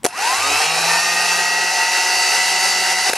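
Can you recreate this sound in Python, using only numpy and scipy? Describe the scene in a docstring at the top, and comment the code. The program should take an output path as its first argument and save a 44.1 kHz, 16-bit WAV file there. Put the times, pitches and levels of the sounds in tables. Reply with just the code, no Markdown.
"""A starter motor on a workbench. First the solenoid, an electromagnet, clunks the small drive gear out.
Then the motor spins up to a steady whine: tones from its shaft and ball bearings over the rush of
brushes and rolling balls. The shaft tones and the rush ring the cast metal housing. After about three
seconds the current is cut and the gear knocks back. Quiet workshop air lies under it all."""
import sys
import numpy as np
from scipy import signal
from scipy.fft import rfft, irfft, next_fast_len
from scipy.io import wavfile
from scipy.ndimage import uniform_filter1d, map_coordinates

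SR = 44100
rng = np.random.default_rng(int(sys.argv[2]) if len(sys.argv) > 2 else 0)


def dump_mix(stems):
    """Bounce the given channels to the path in sys.argv[1] as a 16-bit WAV at rate SR."""
    frames = np.atleast_2d(stems).T  # one column per channel
    limited = np.clip(frames, -1, 1)  # hard clip at full scale
    pcm = np.round(limited * 32767).astype(np.int16)
    wavfile.write(sys.argv[1], SR, pcm)


N = 139797
T = np.arange(N) / SR


def motor():
    """One shaft speed drives the tones and the beat of the rush; all drop when the current is cut."""
    # How fast the shaft spins: time_s, speed_hz
    spin_up = [(0.12, 46.71), (0.14, 58.47), (0.16, 66.9), (0.18, 76.65), (0.19, 85.7), (0.21, 90.04),
               (0.29, 111.0), (0.32, 115.4), (0.41, 131.5), (0.5, 142.7), (0.6, 152.6), (0.72, 161.1),
               (0.9, 168.6), (1.11, 173.5), (1.53, 178.6), (1.98, 182.3), (2.48, 184.9), (3.1, 185.6)]
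    # How strong the running noise is: time_s, level_db, extra_treble_db
    running = [(0.09, -34.5, 2.5), (0.12, -34.5, -4), (0.19, -21.5, -3), (0.3, -18.5, -0.5),
               (0.66, -18, 0.5), (0.69, -21, 0), (0.76, -18, 1), (1.67, -21, 0.5), (1.7, -22, 2.5),
               (1.8, -19, -0.5), (1.9, -21, 0), (1.91, -23, 3), (1.92, -19, 0.5), (2.28, -21, 2.5),
               (2.35, -17.5, 1), (2.41, -21, 3.5), (2.92, -20, 2), (2.96, -24, 2.5), (2.99, -20, 0.5),
               (3.04, -22.5, 3.5), (3.07, -18, 1)]
    cut_s, rush_drop_db, tone_drop_db = 3.102, -5.5, -15
    speed_hz = uniform_filter1d(curves(spin_up)[0], size=2000)
    shaft_turns = np.cumsum(speed_hz) / SR
    level_db, treble_db = curves(running)
    started, cut = window(0.049, 9, 0.02), window(cut_s, 9, 0.0046)
    tones = shaft_whine(shaft_turns, speed_hz.max(), level_db)
    tones += bearing_tones(shaft_turns, speed_hz) + low_hum(shaft_turns)
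    dip_db = -5 * window(3.139, 3.153, 0.0043)  # a brief dip after the gear seats
    rush = brush_rush(shaft_turns, level_db - 4 + rush_drop_db * cut + dip_db, treble_db)
    return started * (rush + amp(tone_drop_db * cut) * tones)


def shaft_whine(shaft_turns, top_hz, running_db):
    """Tones at whole multiples of the shaft speed glide up through the housing's resonances."""
    # The shaft's tones, balanced as at full speed: cycles_per_turn, relative_db
    multiples = [(2, -16), (3, -16.5), (4, -1), (5, -4.5), (7, -12), (8, -11), (9, -11.5), (10, -8.5),
                 (15, -4), (16, -11), (19, -14), (20, -19), (21, -11.5), (22, -10.5), (23, -10), (24, -13),
                 (26, -21), (27, -5.5), (28, -4.5), (31, -8), (32, -10.5), (33, -7.5), (34, -10),
                 (36, -8.5), (39, -37), (40, -14), (41, -26.5), (42, -14)]
    whine = sum(amp(db - housing_db(k * top_hz)) * wavering_tone(round(k) * shaft_turns, waver_db=2.5)
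                for k, db in multiples)
    whine = filtered(whine, lambda hz: amp(housing_db(hz)))
    settle_s = 1
    early_db = -7.5 * np.exp(-(T / settle_s) ** 2)  # softer until the speed settles
    return amp(-28.5 + early_db + running_db - np.median(running_db)) * whine


def bearing_tones(shaft_turns, speed_hz):
    """Tones come and go, pitched by the shaft and by the slower cage that holds the nine balls."""
    # How fast the ball cage circles: time_s, cage_turns_per_shaft_turn
    cage_share = [(.5, .388), (.8, .395), (1.4, .3978), (2.5, .3984)]
    # Passing tones: cage_multiple, shaft_multiple, level_db, start_s, end_s, fade_s
    passing = [(27, 0, -25, 0.896, 3.1, .02), (36, 0, -33.5, 0.64, 2.673, .2),
               (18, 0, -38, 0.711, 3.1, 0.086), (26, 0, -39, 1.633, 3.1, .2), (28, 0, -35, .9, 3.1, .1),
               (-18, 19, -37, .9, 3.1, .1), (45, 0, -58.5, .9, 3.49, .1), (-9, 9, -27, 0.84, 0.996, 0.034),
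               (-18, 18, -34.5, 0.77, 2.197, 0.18), (-27, 24, -70, .9, 2.8, .1),
               (-27, 25, -34.5, 1.7, 2.97, 0.23), (-27, 26, -33, 0.68, 3.04, .1),
               (-27, 27, -48.5, 0.54, 3.1, .1), (-27, 28, -26.5, .48, 0.736, .05),
               (-27, 28, -44, 0.43, 3.1, .1), (0, 9, -28, .2, 0.61, 0.044), (0, 25, -26, 1.982, 3.15, 0.51),
               (0, 25, -36, 1.303, 2.1, 0.34), (-27, 28, -32, 0.13, 0.2, 0.022),
               (-27, 28, -33, .24, .48, 0.033), (-27, 27, -32.5, 0.441, 0.74, 0.058),
               (0, 9, -27.5, 0.246, .34, .03), (0, 27, -31.5, 0.44, 1.148, 0.076),
               (0, 24, -32, 0.682, .95, .05), (0, 21, -36, .45, .7, .05), (0, 9, -30, 0.185, 0.233, .02),
               (0, 8, -33, .38, 0.76, 0.057), (0, 11, -34, .3, 0.49, .05), (0, 9, -37, .75, 1.6, .1),
               (0, 7, -37, 0.53, 1.505, 0.11), (0, 22, -41.5, 0.77, 1.9, .2),
               (0, 26, -36.5, 0.79, 1.7, 0.21), (0, 28, -39, 0.33, 1.64, 0.16),
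               (0, 15, -33.5, 0.58, 1.56, 0.11), (0, 1, -40, 0.676, 0.985, 0.14),
               (0, 1, -45, 0.95, 1.65, 0.5), (0, 1, -50, 2.376, 3.05, 0.09),
               (0, 3, -34.5, 0.44, 0.671, 0.054), (0, 4, -35.5, 0.373, 0.508, .03),
               (0, 2, -40, .44, .55, 0.016)]
    cage_turns = np.cumsum(speed_hz * curves(cage_share)[0]) / SR
    tones = np.zeros(N)
    for per_cage, per_shaft, db, start_s, end_s, fade_s in passing:
        turns = round(per_cage) * cage_turns + round(per_shaft) * shaft_turns
        tones += amp(db) * window(start_s, end_s, fade_s) * wavering_tone(turns)
    return tones


def low_hum(shaft_turns):
    """A faint, brief hum at two thirds of the shaft speed during the spin-up."""
    return amp(-46.5) * window(0.38, 0.6, 0.016) * wavering_tone(0.667 * shaft_turns)


def brush_rush(shaft_turns, level_db, treble_db):
    """Rubbing brushes and rolling balls make a gritty noise in the housing that pulses once a turn."""
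    noise = rng.standard_normal((2, N))
    noise *= 1 + 0.17 * rng.exponential(size=N // 8 + 1).repeat(8)[:N]  # tiny grains
    # Random patches of time and pitch get a little louder or softer.
    spectrum = signal.stft(noise, nperseg=512)[2]
    patches = uniform_filter1d(rng.standard_normal(spectrum.shape[1:]), size=5, axis=0)
    patches = unit(uniform_filter1d(patches, size=6, axis=1))
    noise = signal.istft(spectrum * amp(1.5 * patches), nperseg=512)[1][:, :N]
    noise = filtered(spread(*noise), lambda hz: amp(housing_db(hz)))
    low = filtered(noise, lambda hz: 1 / (1 + (hz / 3000) ** 8))
    high = unit(noise - low)
    shake_s, bass_hz, early_bass_db = 0.34, 395, -7  # less bass until the bench starts to shake
    bass = filtered(low, lambda hz: 1 / (1 + (hz / bass_hz) ** 6))
    held_back = bass * (1 - amp(early_bass_db)) * window(-1, shake_s, 0.02)
    low = (low - held_back) / np.std(low)
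    beat_db = 1.3 * np.sin(2 * np.pi * shaft_turns)
    swell_db = 0.78 * wobble(rate_hz=12)
    return amp(level_db + beat_db + swell_db) * (low + amp(treble_db) * high)


def housing_db(hz):
    """The cast housing rings more readily at some pitches than at others."""
    # Its broad tone colour: pitch_hz, gain_db
    colour = [(24, -72), (40, -38), (185, -44), (290, -33), (363, -9.5), (600, -11.5), (733, -6.5),
              (918, -4), (1090, -6.5), (1900, -9), (2260, -8), (2700, -12.5), (3380, -13), (5180, -6),
              (11300, -13.5), (13100, -28), (16000, -108)]
    # Its narrow peaks and dips: pitch_hz, width_hz, gain_db
    resonances = [(759, 133, 8.5), (903, 31, 6), (1107, 80, -4), (1532, 126, 4.5), (1720, 82, -5),
                  (1950, 470, 6.5), (2110, 80, -7.5), (2290, 89, -4), (2890, 100, -4), (2690, 314, 11.5),
                  (2890, 150, 4), (3470, 160, -5), (3890, 580, 4), (4420, 93, -1.5), (4650, 200, 3),
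                  (4870, 100, -4.5), (5130, 200, 2), (6000, 125, 0.5), (6600, 77, 0.5), (8100, 150, -0.5),
                  (9000, 480, 2), (10200, 490, -1)]
    peaks_db = sum(db / (1 + (2 * (hz - centre) / width) ** 2) for centre, width, db in resonances)
    return along(colour, hz) + peaks_db


def knocks():
    """Each blow of the solenoid's plunger or the gear cracks, pings, thuds the bench and rings the steel."""
    # The blows: start_s, level_db, thud_relative_db, thud_hz, crack_length_s, ping_hz
    blows = [(.0332, -25, -14, 500, .003, 8000), (.087, -25, -20, 700, .002, 7000),
             (.0425, -13, 3, 480, .006, 10500), (.0475, -6, -6, 900, .004, 6000),
             (.0505, -16, 14, 420, .003, 2000), (.0533, -3, -14, 500, .003, 7300),
             (.063, -7, -5, 900, .006, 5800), (3.095, -13, 2, 430, .004, 4200),
             (3.099, -15, 0, 450, .003, 2700), (3.1333, -5, -15, 500, .0012, 1600),
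             (3.135, -11, -10, 500, .004, 2450), (3.156, -18, -4, 1200, .012, 1600)]
    # The steel's ringing notes: pitch_hz, relative_db, ring_s (time to fade by 60 dB)
    steel = [(711, -22, .1), (1970, -28, .05), (2735, -28, .05), (4160, -28, .05), (4770, -24, .03),
             (5980, -30, .04), (9275, -34, .1), (9555, -32, .1), (10560, -34, .15), (10640, -33, .25)]
    # The crack's tone colour: pitch_hz, gain_db
    crack_colour = [(100, -20), (400, 14.5), (1500, 4.5), (6000, -1.5), (11000, 5), (15000, -20)]
    rise_s, low_cut_hz = 0.00026, 108
    rings, cracks = np.zeros((2, N + SR))
    t = np.arange(SR // 4) / SR

    def note(hz, db, ring_s):
        """One struck note that rises fast and dies away."""
        return amp(db - 60 * t / ring_s) * np.sin(2 * np.pi * hz * t) * (1 - np.exp(-t / rise_s))

    for start_s, db, thud_db, thud_hz, crack_s, ping_hz in blows:
        ring = sum(note(hz, level + rng.normal(0, 1.9), ring_s) for hz, level, ring_s in steel)
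        ring += note(thud_hz, thud_db, ring_s=0.014) + note(ping_hz, db=0.5, ring_s=0.0083)
        span = slice(round(start_s * SR), round(start_s * SR) + len(t))
        rings[span] += amp(db) * ring
        cracks[span] += amp(db - 6.5 - 20 * (t / crack_s) ** 2) * rng.standard_normal(len(t))
    hits = rings[:N] + filtered(cracks[:N], lambda hz: amp(along(crack_colour, hz)))
    return filtered(hits, lambda hz: (1j * hz / (low_cut_hz + 1j * hz)) ** 2)


def room_echo(sound, ring_s=0.051):
    """The bench and walls throw back a short, blurred echo."""
    t = np.arange(SR // 4) / SR
    tail = rng.standard_normal((2, len(t))) * amp(-60 * t / ring_s)
    return signal.fftconvolve(sound[None], tail / np.linalg.norm(tail[0]), axes=1)[:, :N]


def workshop_air():
    """The steady, low hush of the workshop."""
    # Its tone colour: pitch_hz, gain_db
    colour = [(24, -37), (40, -4.5), (320, 11), (412, -18), (1020, 2.5), (1270, -8), (16000, -30)]
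    noise = spread(*rng.standard_normal((2, N)))
    return unit(filtered(noise, lambda hz: amp(along(colour, hz))))


def wavering_tone(turns, waver_db=2):
    """A slightly rough tone, one cycle per turn, whose level wavers."""
    phase = turns + rng.random() + 0.05 * wobble(rate_hz=59.9)
    return np.sqrt(2) * amp(waver_db * wobble(rate_hz=20)) * np.sin(2 * np.pi * phase)


def spread(first, second):
    """Blends two unrelated noises into a left and a right that are partly alike."""
    # How alike the two sides are: pitch_hz, likeness (1 = the same)
    likeness = [(60, 0.83), (80, 0.73), (110, 0.72), (140, 0.86), (190, 0.99), (260, 0.91), (340, 0.98),
                (460, 0.96), (610, 0.86), (820, 0.97), (1100, 0.86), (1470, 0.89), (1960, 0.85), (2620, 1),
                (3510, 1), (4690, 0.88), (6270, 0.87), (8390, 0.55), (11200, 0.32), (15000, 1)]
    angle = lambda hz: np.arccos(np.clip(along(likeness, hz), -1, 1)) / 2
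    middle = filtered(first, lambda hz: np.cos(angle(hz)))
    side = filtered(second, lambda hz: np.sin(angle(hz)))
    return np.array([middle + side, middle - side])


def amp(db):
    """Turns decibels into a multiplier."""
    return 10 ** (np.asarray(db) / 20)


def unit(x):
    """Scales a signal to an average power of 1."""
    return x / np.sqrt(np.mean(x ** 2) + 1e-20)


def along(points, hz):
    """Reads between (pitch_hz, value) points on a musical pitch scale."""
    pitches, values = np.transpose(points)
    return np.interp(np.log(hz + 1), np.log(pitches + 1), values)


def curves(rows):
    """One value per sample for each column after the time."""
    times, *columns = np.transpose(rows)
    return [np.interp(T, times, column) for column in columns]


def wobble(rate_hz):
    """A curve that slides to a new random value rate_hz times a second."""
    return map_coordinates(rng.standard_normal(int(N * rate_hz / SR) + 4), [T * rate_hz], order=1)


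def filtered(x, response):
    """Multiplies each frequency in x by response(hz)."""
    size = next_fast_len(N + SR // 2)
    return irfft(rfft(x, size) * response(np.fft.rfftfreq(size, 1 / SR)), size)[..., :N]


def window(start_s, end_s, fade_s):
    """Fades in around the start and out around the end."""
    return np.clip(np.minimum(T - start_s, end_s - T) / max(fade_s, 1e-3) + 0.5, 0, 1)


def scene():
    """The motor, the knocks with their echo, and the quiet air."""
    hits, air = knocks(), workshop_air()
    return motor() + hits + amp(-13.5) * room_echo(hits) + amp(-49) * air


def record(dry):
    """Two microphone openings differ a little in level and timing; the highest treble is cut off."""
    # How much louder the left is than the right: pitch_hz, difference_db
    lean = [(60, 0.5), (76, 0.5), (97, 0.5), (120, 0.5), (160, 1.0), (200, 2), (250, 2), (320, -0.5),
            (410, 1.5), (520, 3.5), (660, 1), (840, 2.5), (1070, 2.0), (1360, -1.5), (1730, 0.5),
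            (2200, 1.0), (2790, -0.5), (3550, 0.5), (4520, 0.0), (5740, -3), (7300, 1), (9280, 0.5),
            (11800, 0.5), (15000, 1.0)]
    # How far the left wave runs ahead of the right: pitch_hz, lead_radians
    lead = [(1000, 0), (1800, -0.41), (3000, 0.076), (6700, 0.26), (7400, 0.58), (9400, 0.93),
            (11000, 0.54), (15000, 0)]
    top_hz, half = 15870, np.array([[0.5], [-0.5]])  # each side takes half the difference
    sides = lambda hz: amp(half * along(lean, hz)) * np.exp(1j * half * along(lead, hz))
    return filtered(dry, lambda hz: sides(hz) * (hz < top_hz))


dry = scene()
out = record(dry)
dump_mix(out)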